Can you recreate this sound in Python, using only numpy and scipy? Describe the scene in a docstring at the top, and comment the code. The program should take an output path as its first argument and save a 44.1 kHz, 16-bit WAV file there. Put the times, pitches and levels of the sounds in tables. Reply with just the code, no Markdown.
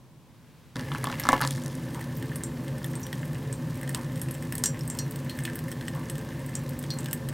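"""A small room with a low ventilation hum; the microphone is close on a coffee dripper, nearly mono.
A thin stream from a kettle splashes into wet grounds in a paper filter, and the foam fizzes out.
Coffee then drips into the glass server below: drops tick on the pool, and trapped bubbles ping and
set the glass ringing. Far behind, something knocks dully once a second."""
import sys
import numpy as np
from scipy import signal
from scipy.fft import rfft, irfft, next_fast_len
from scipy.io import wavfile
from scipy.ndimage import map_coordinates

SR = 44100
rng = np.random.default_rng(int(sys.argv[2]) if len(sys.argv) > 2 else 0)


def bounce(signal):
    """Save signal as a 16-bit WAV file at the path given by the first command-line argument."""
    frames = np.transpose(np.atleast_2d(signal))
    limited = np.clip(frames, -1, 1)
    pcm = np.round(limited * 32767).astype(np.int16)
    wavfile.write(sys.argv[1], SR, pcm)


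N = 323253
HIT_SAMPLES = 10240
TIME = np.arange(N) / SR
AGE = TIME[:HIT_SAMPLES]  # seconds since a hit
POUR_START_S, POUR_END_S = .756, 1.44


# A slight midrange dip in the tone of the plops and the churn: f/Hz, gain/dB
MID_DIP_EQ = [(260, 1), (400, -1), (650, -4), (1000, -2.5), (1800, -4.5), (2500, -2.5), (6000, -3),
              (15000, 0)]
# The bright tone of spray: f/Hz, gain/dB
SPRAY_EQ = [(500, -33), (2000, -24), (3300, 7), (5200, 8.5), (7500, 7), (10000, 12), (12500, 6), (16000, 1)]
# Plunges of the stream, close up: t/s, plop level/dB, cavity f/Hz, snap level/dB, snap f/Hz
PLUNGES = [(0.758, -39.5, 1440, -42.5, 3060), (.767, -40.5, 1720, -44, 4500),
           (0.795, -39.5, 1710, -42.5, 3050), (.81, -46, 1600, -48, 6000), (0.917, -34, 1210, -52, 3000),
           (0.949, -31.5, 1360, -46, 2500), (0.983, -56, 1500, -47, 9000), (1.042, -30, 1070, -34, 8400),
           (1.071, -29.5, 1030, -40, 3500), (1.1, -34.5, 1230, -44, 3000), (1.116, -43, 1710, -44, 4930),
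           (1.126, -35.5, 1530, -46, 3000), (1.2362, -44, 1300, -49, 5200), (1.253, -29, 1150, -45, 6000),
           (1.269, -30.5, 1220, -42, 4000), (1.289, -15, 1150, -26, 6400), (1.321, -46, 1400, -37, 7080),
           (1.3298, -15.5, 910, -38, 5240), (1.335, -27.5, 496, -60, 3000), (1.406, -29.5, 1180, -48, 9000),
           (1.4141, -26.5, 1440, -31.5, 11100), (1.4209, -26, 1320, -35.5, 4600),
           (1.4381, -29.5, 1040, -38, 3480), (1.4497, -29, 1070, -35, 4470),
           (1.475, -43, 1600, -31.5, 6740), (1.508, -53, 1490, -34.5, 10200), (1.551, -47, 1700, -52, 6000),
           (1.578, -42.5, 1620, -58, 5000), (1.637, -58, 1690, -47, 8000), (1.661, -54, 1710, -41.5, 7100),
           (1.68, -60, 1700, -50, 7000), (1.753, -68, 1700, -46, 7950)]
def splashes():
    """Each plunge snaps, then its cavity plops, breaks up and sounds the cone and the dripper."""
    out = np.zeros(N)
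    for s, plop_db, hz, snap_db, snap_hz in PLUNGES:
        body = dripper_body()
        cavity = bubble(hz, cycles=1.4, rise=.1) * (1 - fade(t60=.002))
        plop = colour(hit_level(cavity, 0) + gurgle(hz) + hit_level(body, -2), MID_DIP_EQ)
        crack = impact(near_t60=.009, near_db=1, far_t60=.08, far_db=-8)
        snap = colour(through(bubble(snap_hz, cycles=.5, rise=0), crack), SPRAY_EQ)
        add(out, s, hit_level(plop, plop_db) + hit_level(snap, snap_db))
    return out


# Resonances of the filter cone and the air around it: f/Hz, width/Hz, gain/dB
CONE_MODES = [(279, 20, -1), (534, 31, -10), (880, 130, -11.5), (1220, 280, -13), (1690, 75, -0.5),
              (2010, 120, -8), (2720, 250, -18)]
# Modes of the dripper and its stand: f/Hz, level/dB, t60/s
DRIPPER_MODES = [(250, -6, .2), (533, -5, .15), (848, 0, .09), (992, 2, .09), (1119, 1, .12),
                 (1312, -5, .06), (1560, -5, .05), (1750, 1, .08), (2085, -1, .04)]
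def dripper_body():
    """The dripper rings and the cone echoes after a plunge; both need a moment to swell."""
    phases = rng.uniform(0, 2 * np.pi, len(DRIPPER_MODES))
    ring = sum(undb(db) * fade(t60) * np.sin(2 * np.pi * hz * AGE + phase)
               for (hz, db, t60), phase in zip(DRIPPER_MODES, phases))
    echo = resonate(reflections(t60=.011, db=8) + reflections(t60=.12, db=.5), CONE_MODES)
    return (hit_level(echo, -1) + hit_level(ring, 3)) * (1 - fade(t60=.013))


def gurgle(hz, count=9, span_s=.048, fall_db=10, spread_oct=.45):
    """A cavity breaks into smaller ones, later and weaker, each with its own pitch."""
    out = np.zeros(HIT_SAMPLES)
    for k, (jitter, pitch) in enumerate(zip(rng.random(count), scatter(count, limit=2))):
        late = (k + jitter) / count
        small = bubble(hz * 2 ** (spread_oct * pitch), cycles=3.5, rise=.15)
        small = hit_level(small, -12 - fall_db * late)
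        out += np.pad(small, (int(late * span_s * SR), 0))[:HIT_SAMPLES]
    return out


# Small bubbles in the slurry: t/s, level/dB, f/Hz
SLURRY_BUBBLES = [(0.919, -40, 3180), (0.958, -45, 2500), (1.034, -41, 1900), (1.055, -40.5, 3280),
                  (1.127, -42, 2900), (1.199, -36, 1970), (1.237, -37.5, 5060), (1.356, -40, 2050),
                  (1.363, -53, 2550), (1.373, -49, 2100), (1.4322, -37, 4450), (1.51, -41, 3200),
                  (1.525, -48, 4100)]
def plips():
    """The stream drags small bubbles under; each rings for a few cycles at its own pitch."""
    out = np.zeros(N)
    for s, db, hz in SLURRY_BUBBLES:
        blow = impact(near_t60=.015, near_db=-3, far_t60=.08, far_db=-7)
        add(out, s, hit_level(through(bubble(hz, cycles=2.8, rise=.1), blow), db))
    return out


def stream(rise_db_per_s=19, release_db_per_s=220, foam_attack_s=.04, foam_decay_db_per_s=32):
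    """Cavities churn in the deepening slurry; once the kettle tips back, the foam fizzes out."""
    before = np.maximum(POUR_END_S - TIME, 0)
    after = np.maximum(TIME - POUR_END_S, 0)
    churning = undb(-34.5 - rise_db_per_s * before - release_db_per_s * after)
    foaming = undb(-46.5) * np.minimum(after / foam_attack_s, 1)
    fizzing = (undb(-54.5) + foaming) * undb(-foam_decay_db_per_s * after)
    churn = colour(resonate(patter(rate=450, spread_db=5.5), CONE_MODES), MID_DIP_EQ)
    fizz = sprinkle(rate=280, spread_db=4, voice=spatter)
    return (TIME > POUR_START_S) * (level(churn, -4.5) * churning + level(fizz, -1.5) * fizzing)


def spatter():
    """One fleck of spray or bursting foam on the wet grounds, with its own pitch."""
    snap = bubble(5500 * 2 ** rng.uniform(-1, 1), cycles=.4, rise=0)
    return colour(through(snap, impact(near_t60=.01, near_db=3, far_t60=.1, far_db=-9)), SPRAY_EQ)


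# Larger drops on the pool, close up: t/s, tick level/dB, tilt/(dB per octave), plop peak level/dB
DROPS = [(1.946, -43.5, -6, -37), (2.012, -43, -5, -35.5), (2.2256, -44, -8, -32), (2.3165, -53, -4, -33.5),
         (2.681, -46, -10, -55), (2.782, -48, -4, -40), (2.844, -38, -4.5, -35), (2.9378, -63, -10, -34.5),
         (3.0665, -43, -5, -35), (3.1287, -35.5, -9, -35), (3.231, -63, -14, -30.5), (3.3533, -57, 2, -32),
         (3.8127, -46, 3, -37), (3.831, -45, 1, -31.5), (3.8764, -42, -12, -49), (3.893, -37.5, 2, -32),
         (3.947, -29, -8, -38), (4.158, -44.5, -7, -52), (4.196, -49, 0, -50), (4.286, -46.5, -7, -30.5),
         (4.35, -46, -5, -34), (4.4247, -45, -5, -33.5), (4.524, -36, -1, -27), (4.553, -33.5, 3, -38),
         (4.745, -59, -8, -31), (4.792, -45.5, -6, -42), (4.8773, -38, 9, -42), (4.95, -46, -4, -52),
         (5.11, -40, 17, -51), (5.159, -42, -1, -48), (5.374, -51, 12, -48), (5.389, -42, -4, -28),
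         (5.477, -52, -10, -26), (5.499, -47, -10, -33.5), (5.533, -50, -4, -38), (5.5562, -37.5, 14, -35),
         (5.5902, -41.5, -3, -42), (5.681, -60, -10, -34), (5.716, -40.5, -4, -41), (5.726, -46, -9, -48),
         (5.811, -41.5, -12, -33), (5.8816, -34.5, -8.5, -34), (6.0318, -60, -12, -34),
         (6.098, -39.5, -9, -39), (6.155, -44, -7, -48), (6.181, -45, 0, -39), (6.4623, -46, 7, -47),
         (6.491, -49, -1, -56), (6.6927, -43, 12, -60), (6.7906, -40.5, 13, -50), (6.839, -43, -9, -37),
         (7.044, -44.5, -3, -47), (7.059, -39, -9, -48), (7.085, -47, -6, -35.5), (7.111, -41, -8, -46),
         (7.1302, -28, 4, -31), (7.288, -38.5, -4, -40)]
def drips():
    """Drops tick on the pool and echo in the server; small, hard ones are brighter, fat ones plop."""
    out = np.zeros(N)
    for s, db, tilt, plop_db in DROPS:
        blow = impact(near_t60=.015, near_db=6, far_t60=.085, far_db=.5)
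        tick = resonate(blow, server_modes(fill_ratio(s))) + undb(-7.5) * blow
        tick = shape(tick, lambda f: undb(tilt * np.log2(np.clip(f, 3600, 12000) / 6000)))
        add(out, s, hit_level(tick, db) + undb(plop_db) * pool_plop())
    return out


# A hard drop mostly clicks, a gentle one lets its bubble ring: level/dB, decay/cycles
PING_CYCLES = [(-51, 8.6), (-39.5, 1.43), (-19, 0.61)]
# Drops that trap a bubble: t/s, level/dB, f/Hz, glass ring level/dB, ring centre f/Hz
TRAPPED_BUBBLES = [(1.198, -32, 14000, -50, 11500), (2.169, -46, 14500, -55, 12000),
                   (2.358, -38, 11500, -43, 11500), (2.4356, -34.5, 8150, -41.5, 7900),
                   (2.862, -45, 11400, -60, 11500), (2.954, -39.5, 8240, -58, 8000),
                   (3.004, -50, 14000, -55, 12000), (3.031, -47, 5940, -43, 6200),
                   (3.214, -58, 7200, -59, 7600), (3.527, -38, 8500, -51, 7900),
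                   (4.216, -36, 10400, -41, 11000), (4.31, -39, 11800, -47, 11500),
                   (4.34, -51, 7800, -54, 8000), (4.581, -35, 10600, -58, 11000),
                   (4.638, -22.5, 6660, -34, 6600), (4.658, -25, 7160, -28.5, 6800),
                   (4.809, -43, 5300, -62, 5500), (4.9003, -33.5, 8000, -40, 8000),
                   (4.9884, -31.5, 6400, -34, 5400), (5.296, -39.5, 3600, -42.5, 4300),
                   (5.4362, -42, 8800, -60, 8000), (5.452, -33, 2540, -55, 3500),
                   (6.099, -38, 11000, -56, 11000), (6.5529, -32, 7050, -40.5, 6940),
                   (6.904, -38, 4200, -33.5, 4140), (6.987, -38.5, 7800, -50, 8000)]
def pings():
    """A drop snaps wetly over a hollow plop; its trapped bubble pings and the glass wall rings."""
    out = np.zeros(N)
    for s, db, hz, ring_db, ring_hz in TRAPPED_BUBBLES:
        cycles = curve(PING_CYCLES, db)
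        cavity = np.gradient(bubble(hz, cycles, rise=.023)) / (np.pi * cycles)
        blow = impact(near_t60=.015, near_db=5, far_t60=.12, far_db=2)
        body = resonate(blow, server_modes(fill_ratio(s))) + undb(1) * blow
        snap = undb(-21) * (AGE == 0)
        ping = hit_level(through(cavity + snap, body), db)
        add(out, s, ping + glass_ring(ring_hz, ring_db) + undb(db - 6.5) * pool_plop())
    return out


# A harder blow wakes a wider range of wall modes: ring level/dB, reach/octaves
WALL_REACH = [(-42, .2), (-35, .33)]
# Long modes of the glass wall: f/Hz, level/dB, t60/s
WALL_MODES = [(3135, -19, .2), (4205, -1, .21), (4323, -4, .15), (4689, -8, .15), (4915, -9, .11),
              (5735, 0, .15), (5857, -4, .2), (6530, -9, .12), (7090, -11, .13), (7262, -6, .12),
              (7445, -1.5, .16), (7854, -11, .09), (10130, -8, .13), (10820, -4, .09), (11690, -3, .09)]
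def glass_ring(centre_hz, ring_db, beat_spread_hz=55):
    """The wall rings near a pitch set by where the drop lands; each mode has a faint, beating twin."""
    reach = curve(WALL_REACH, ring_db)
    share = lambda hz: np.exp(-.5 * (np.log2(hz / centre_hz) / reach) ** 2)
    ring = 0
    for (hz, db, t60), (weight, split) in zip(WALL_MODES, rng.standard_normal((len(WALL_MODES), 2))):
        mode = np.sin(2 * np.pi * hz * AGE + np.pi * split)
        twin = .4 * np.sin(2 * np.pi * (hz + beat_spread_hz * split) * AGE)
        ring += share(hz) * undb(db + weight) * fade(t60) * (mode + twin)
    wash = shape(reflections(t60=.06, db=0), share)  # dense, short modes between the long ones
    return hit_level(hit_level(ring, 0) + hit_level(wash, -7), ring_db)


# Resonances of the half-full server: f/Hz, width/Hz, gain/dB
SERVER_MODES = [(1870, 110, 6.5), (3130, 600, 1), (4280, 140, -5), (5350, 260, 1.5), (6900, 670, -5),
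                (8355, 360, 14.5), (10400, 300, 1), (11110, 190, 10), (12140, 130, 8), (14000, 800, 4)]
def server_modes(ratio, spread_db=2.5):
    """The server's resonances, retuned by ratio and weighted by where the drop happens to land."""
    weights = scatter(len(SERVER_MODES), limit=1.5)
    return [(hz * ratio, width, db + spread_db * w) for (hz, width, db), w in zip(SERVER_MODES, weights)]


def fill_ratio(s, sag_per_s=.009, half_full_s=4.8):
    """Frequency ratio of the server's resonances, which sink as the coffee rises."""
    return 1 - sag_per_s * (s - half_full_s)


# Resonances of the air in the server: f/Hz, width/Hz, gain/dB
AIR_MODES = [(1590, 5.4, 14), (1786, 130, 8.5), (2065, 150, 2), (2900, 630, 7)]
def pool_plop():
    """A drop opens a small cavity, each of its own size, that sounds the air in the server; peak 1."""
    cavity = bubble(1850 * np.exp(.1 * rng.standard_normal()), cycles=1.1, rise=.15)
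    blow = impact(near_t60=.015, near_db=-6, far_t60=.2, far_db=-2)
    sound = through(cavity, resonate(blow, AIR_MODES) + undb(-28.5) * blow)
    return sound / np.abs(sound).max()


def trickle(flow_spread_s=.12, thread_swell_db=1, droplet_swell_db=5.5):
    """A thread of coffee bubbles into the pool among tiny droplets; both swell where drops crowd."""
    flow = np.tanh(sum(np.exp(-((TIME - s) / flow_spread_s) ** 2) for s, *_ in DROPS))
    thread = sprinkle(rate=130, spread_db=2.5, voice=pool_plop)
    thread = level(thread, -54) * undb(thread_swell_db * flow)
    taps = sprinkle(rate=8 + 26 * flow, spread_db=3, voice=droplet)
    sinking_taps = map_coordinates(taps, [np.cumsum(fill_ratio(TIME))], mode="mirror")
    droplets = level(sinking_taps, -65) * undb(droplet_swell_db * flow)
    return (TIME > POUR_START_S) * (thread + droplets)


def droplet():
    """A tiny drop ticks on the pool and briefly sounds the server."""
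    tap = impact(near_t60=.012, near_db=3, far_t60=.1, far_db=-1)
    return resonate(tap, server_modes(1 + .012 * rng.standard_normal())) + tap


def foam_pops(count=85, centre_hz=6000, spread_oct=.64, spread_db=3):
    """After the pour, tiny foam bubbles keep bursting on the grounds, each a dry pop of its own pitch."""
    out = np.zeros(N)
    for when, (pitch, size) in zip(rng.random(count), scatter((count, 2), limit=1.6)):
        cavity = bubble(centre_hz * 2 ** (spread_oct * pitch), cycles=.7, rise=.1)
        pop = through(np.gradient(cavity), impact(near_t60=.008, near_db=-3, far_t60=.08, far_db=-9))
        add(out, POUR_END_S + when * (N / SR - POUR_END_S), hit_level(pop, -56 + spread_db * size))
    return out


def kettle_hiss(swell_s=.56):
    """The hot kettle hisses very faintly before the pour."""
    hiss = colour(rng.standard_normal(N), [(500, -32), (1500, .5), (3800, -4), (4600, -7), (12000, -14)])
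    return level(hiss, -65) * (TIME < POUR_START_S) * np.clip(TIME / swell_s, .35, 1)


def knocks(first_s=1.946, period_s=1.0, strong_db=-50, weak_db=-58):
    """Dull knocks, strong and weak in turn, like a far clock; the microphone gets mostly reverberation."""
    out = np.zeros(N)
    dull_eq = [(400, -35), (750, 0), (950, 12), (1300, 1), (1700, -2), (4000, -31)]
    for i, s in enumerate(np.arange(first_s, N / SR, period_s)):
        thud = reflections(t60=.35, db=-7) * (1 - fade(t60=.067))
        add(out, s, level(colour(thud, dull_eq), weak_db if i % 2 else strong_db))
    return out


# The rush of the ventilation at the microphone: f/Hz, relative level/dB
RUSH_SPECTRUM = [(25, -23), (48, -9), (62, -1), (80, -4.5), (120, 2.5), (200, -1), (300, -12.5),
                 (400, -11.5), (680, -17.5), (1020, -13.5), (1350, -22.5), (2500, -26), (6000, -31),
                 (15500, -35.5)]
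# Room modes that carry the hum: f/Hz, width/Hz, relative level/dB
ROOM_MODES = [(97, 3.5, -19), (135.3, 19.5, 0.5), (155.3, 5.6, -1), (244.2, 21, -8), (255, 36, -10),
              (333.5, 15.8, -11), (437.1, 5.1, -11.5), (530.7, 35.2, -16), (600, 9, -18.5), (967, 3.3, -33)]
def ventilation():
    """A soft rush and a hum that wavers in the room's modes; both are much quieter at first and step up
    abruptly at 0.756 s."""
    rush = colour(rng.standard_normal(N), RUSH_SPECTRUM)
    power = lambda f: sum(undb(db) ** 2 / (1 + 2 * ((f - hz) / width) ** 2) ** 2
                          for hz, width, db in ROOM_MODES)
    hum = shape(rng.standard_normal(N), lambda f: np.sqrt(power(f)))
    early = TIME <= POUR_START_S
    return level(rush, -41) * undb(-14.5 * early) + level(hum, -34) * undb(-22 * early)


# Room tone that differs between the capsules, before the pour: f/Hz, relative level/dB
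RUMBLE_SPECTRUM = [(15, -44), (25, -9), (69, -2), (146, -10), (264, -20), (515, -27), (1120, -31),
                   (15000, -40)]
# The same from the start of the pour onwards: f/Hz, relative level/dB
DIFFUSE_SPECTRUM = [(25, -15), (62, -11), (95, -4), (190, 0.5), (300, 2.5), (500, -2.5), (1000, -10.5),
                    (2200, -30), (4200, -37), (8300, -25.5), (15500, -20.5)]
def room_tone():
    """Diffuse noise reaches the two capsules unequally: mostly rumble at first, then a broader wash."""
    rumble = level(colour(rng.standard_normal(N), RUMBLE_SPECTRUM), -61.5)
    wash = level(colour(rng.standard_normal(N), DIFFUSE_SPECTRUM), -62)
    return np.where(TIME > POUR_START_S, wash, rumble)


def bubble(hz, cycles, rise):
    """A damped air cavity whose pitch climbs by the fraction rise as it nears the surface."""
    life = AGE * hz / cycles
    pitch_hz = hz * (1 + rise * np.tanh(life / 2))
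    return np.exp(-life) * np.sin(2 * np.pi * np.cumsum(pitch_hz) / SR)


def impact(near_t60, near_db, far_t60, far_db):
    """An impulse with its echoes from the vessel (near) and from the room (far)."""
    return (AGE == 0) + reflections(near_t60, near_db) + reflections(far_t60, far_db)


def reflections(t60, db):
    """A dense, dying cloud of echoes whose energy is db against the direct sound."""
    cloud = rng.standard_normal(HIT_SAMPLES) * fade(t60)
    return cloud * undb(db) / np.linalg.norm(cloud)


def patter(rate, spread_db):
    """Random impulses, about rate a second, many small and a few large."""
    chance = rng.random(N)
    polarity, size = rng.standard_normal((2, N))
    return (chance < rate / SR) * np.sign(polarity) * undb(spread_db * np.clip(size, -2, 2))


def sprinkle(rate, spread_db, voice, count=24):
    """Random impacts, each picked from count slightly different sounds of voice()."""
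    sounds = [hit_level(voice(), 0) for _ in range(count)]
    sizes = patter(rate, spread_db)
    picks = rng.integers(count, size=N)
    out = np.zeros(N)
    for i in np.flatnonzero(sizes):
        add(out, i / SR, sizes[i] * sounds[picks[i]])
    return out


def scatter(size, limit):
    """Normal draws, clipped either side at limit."""
    return np.clip(rng.standard_normal(size), -limit, limit)


def fade(t60):
    """Exponential decay, 60 dB in t60 seconds."""
    return np.exp(-np.log(1000) * AGE / t60)


def shape(x, response):
    """Filter by a response that is a function of frequency."""
    size = next_fast_len(len(x) + HIT_SAMPLES)
    hz = np.maximum(np.fft.rfftfreq(size, 1 / SR), 1)
    return irfft(rfft(x, size) * response(hz), size)[:len(x)]


def colour(x, points):
    """Filter by a spectrum of (f/Hz, gain/dB) points."""
    hz, db = np.transpose(points)
    return shape(x, lambda f: undb(np.interp(np.log(f), np.log(hz), db)))


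def resonate(x, modes):
    """Pass through parallel resonances (f/Hz, width/Hz, gain/dB)."""
    return shape(x, lambda f: sum(undb(db) / (1 + 1j * (f ** 2 - hz ** 2) / (f * width))
                                  for hz, width, db in modes))


def through(x, response):
    """Convolve, keeping the length."""
    return signal.fftconvolve(x, response)[:len(x)]


def curve(rows, at):
    """Read a two-column table along straight lines."""
    return np.interp(at, *np.transpose(rows))


def undb(db):
    """Decibels to gain."""
    return 10 ** (np.asarray(db) / 20)


def level(x, db):
    """Set the rms level."""
    return x * undb(db) / np.sqrt(np.mean(x ** 2))


def hit_level(x, db):
    """Set the rms level of a hit's first 10 ms."""
    return x * undb(db) / np.sqrt(np.mean(x[:SR // 100] ** 2))


def add(out, s, x):
    """Mix x in at time s."""
    i = int(s * SR)
    out[i:i + len(x)] += x[:max(N - i, 0)]


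def scene():
    """The coffee is close and on axis; only the room differs a little between left and right."""
    plunges = splashes()
    coffee = plunges + plips() + stream() + foam_pops() + drips() + pings() + trickle()
    mid = coffee + kettle_hiss() + knocks() + ventilation()
    diffuse = room_tone()
    walls = colour(through(plunges, reflections(t60=.12, db=-28.5)), [(600, 8), (1200, -14), (2500, -23)])
    side = diffuse + walls + through(coffee, reflections(t60=.059, db=-47))
    return np.array([mid + side, mid - side])


def record(dry, top_hz=15900):
    """The recorder cuts the top with a steep low-pass."""
    return signal.sosfilt(signal.ellip(10, .2, 80, top_hz, fs=SR, output="sos"), dry)


dry = scene()
out = record(dry)
bounce(out)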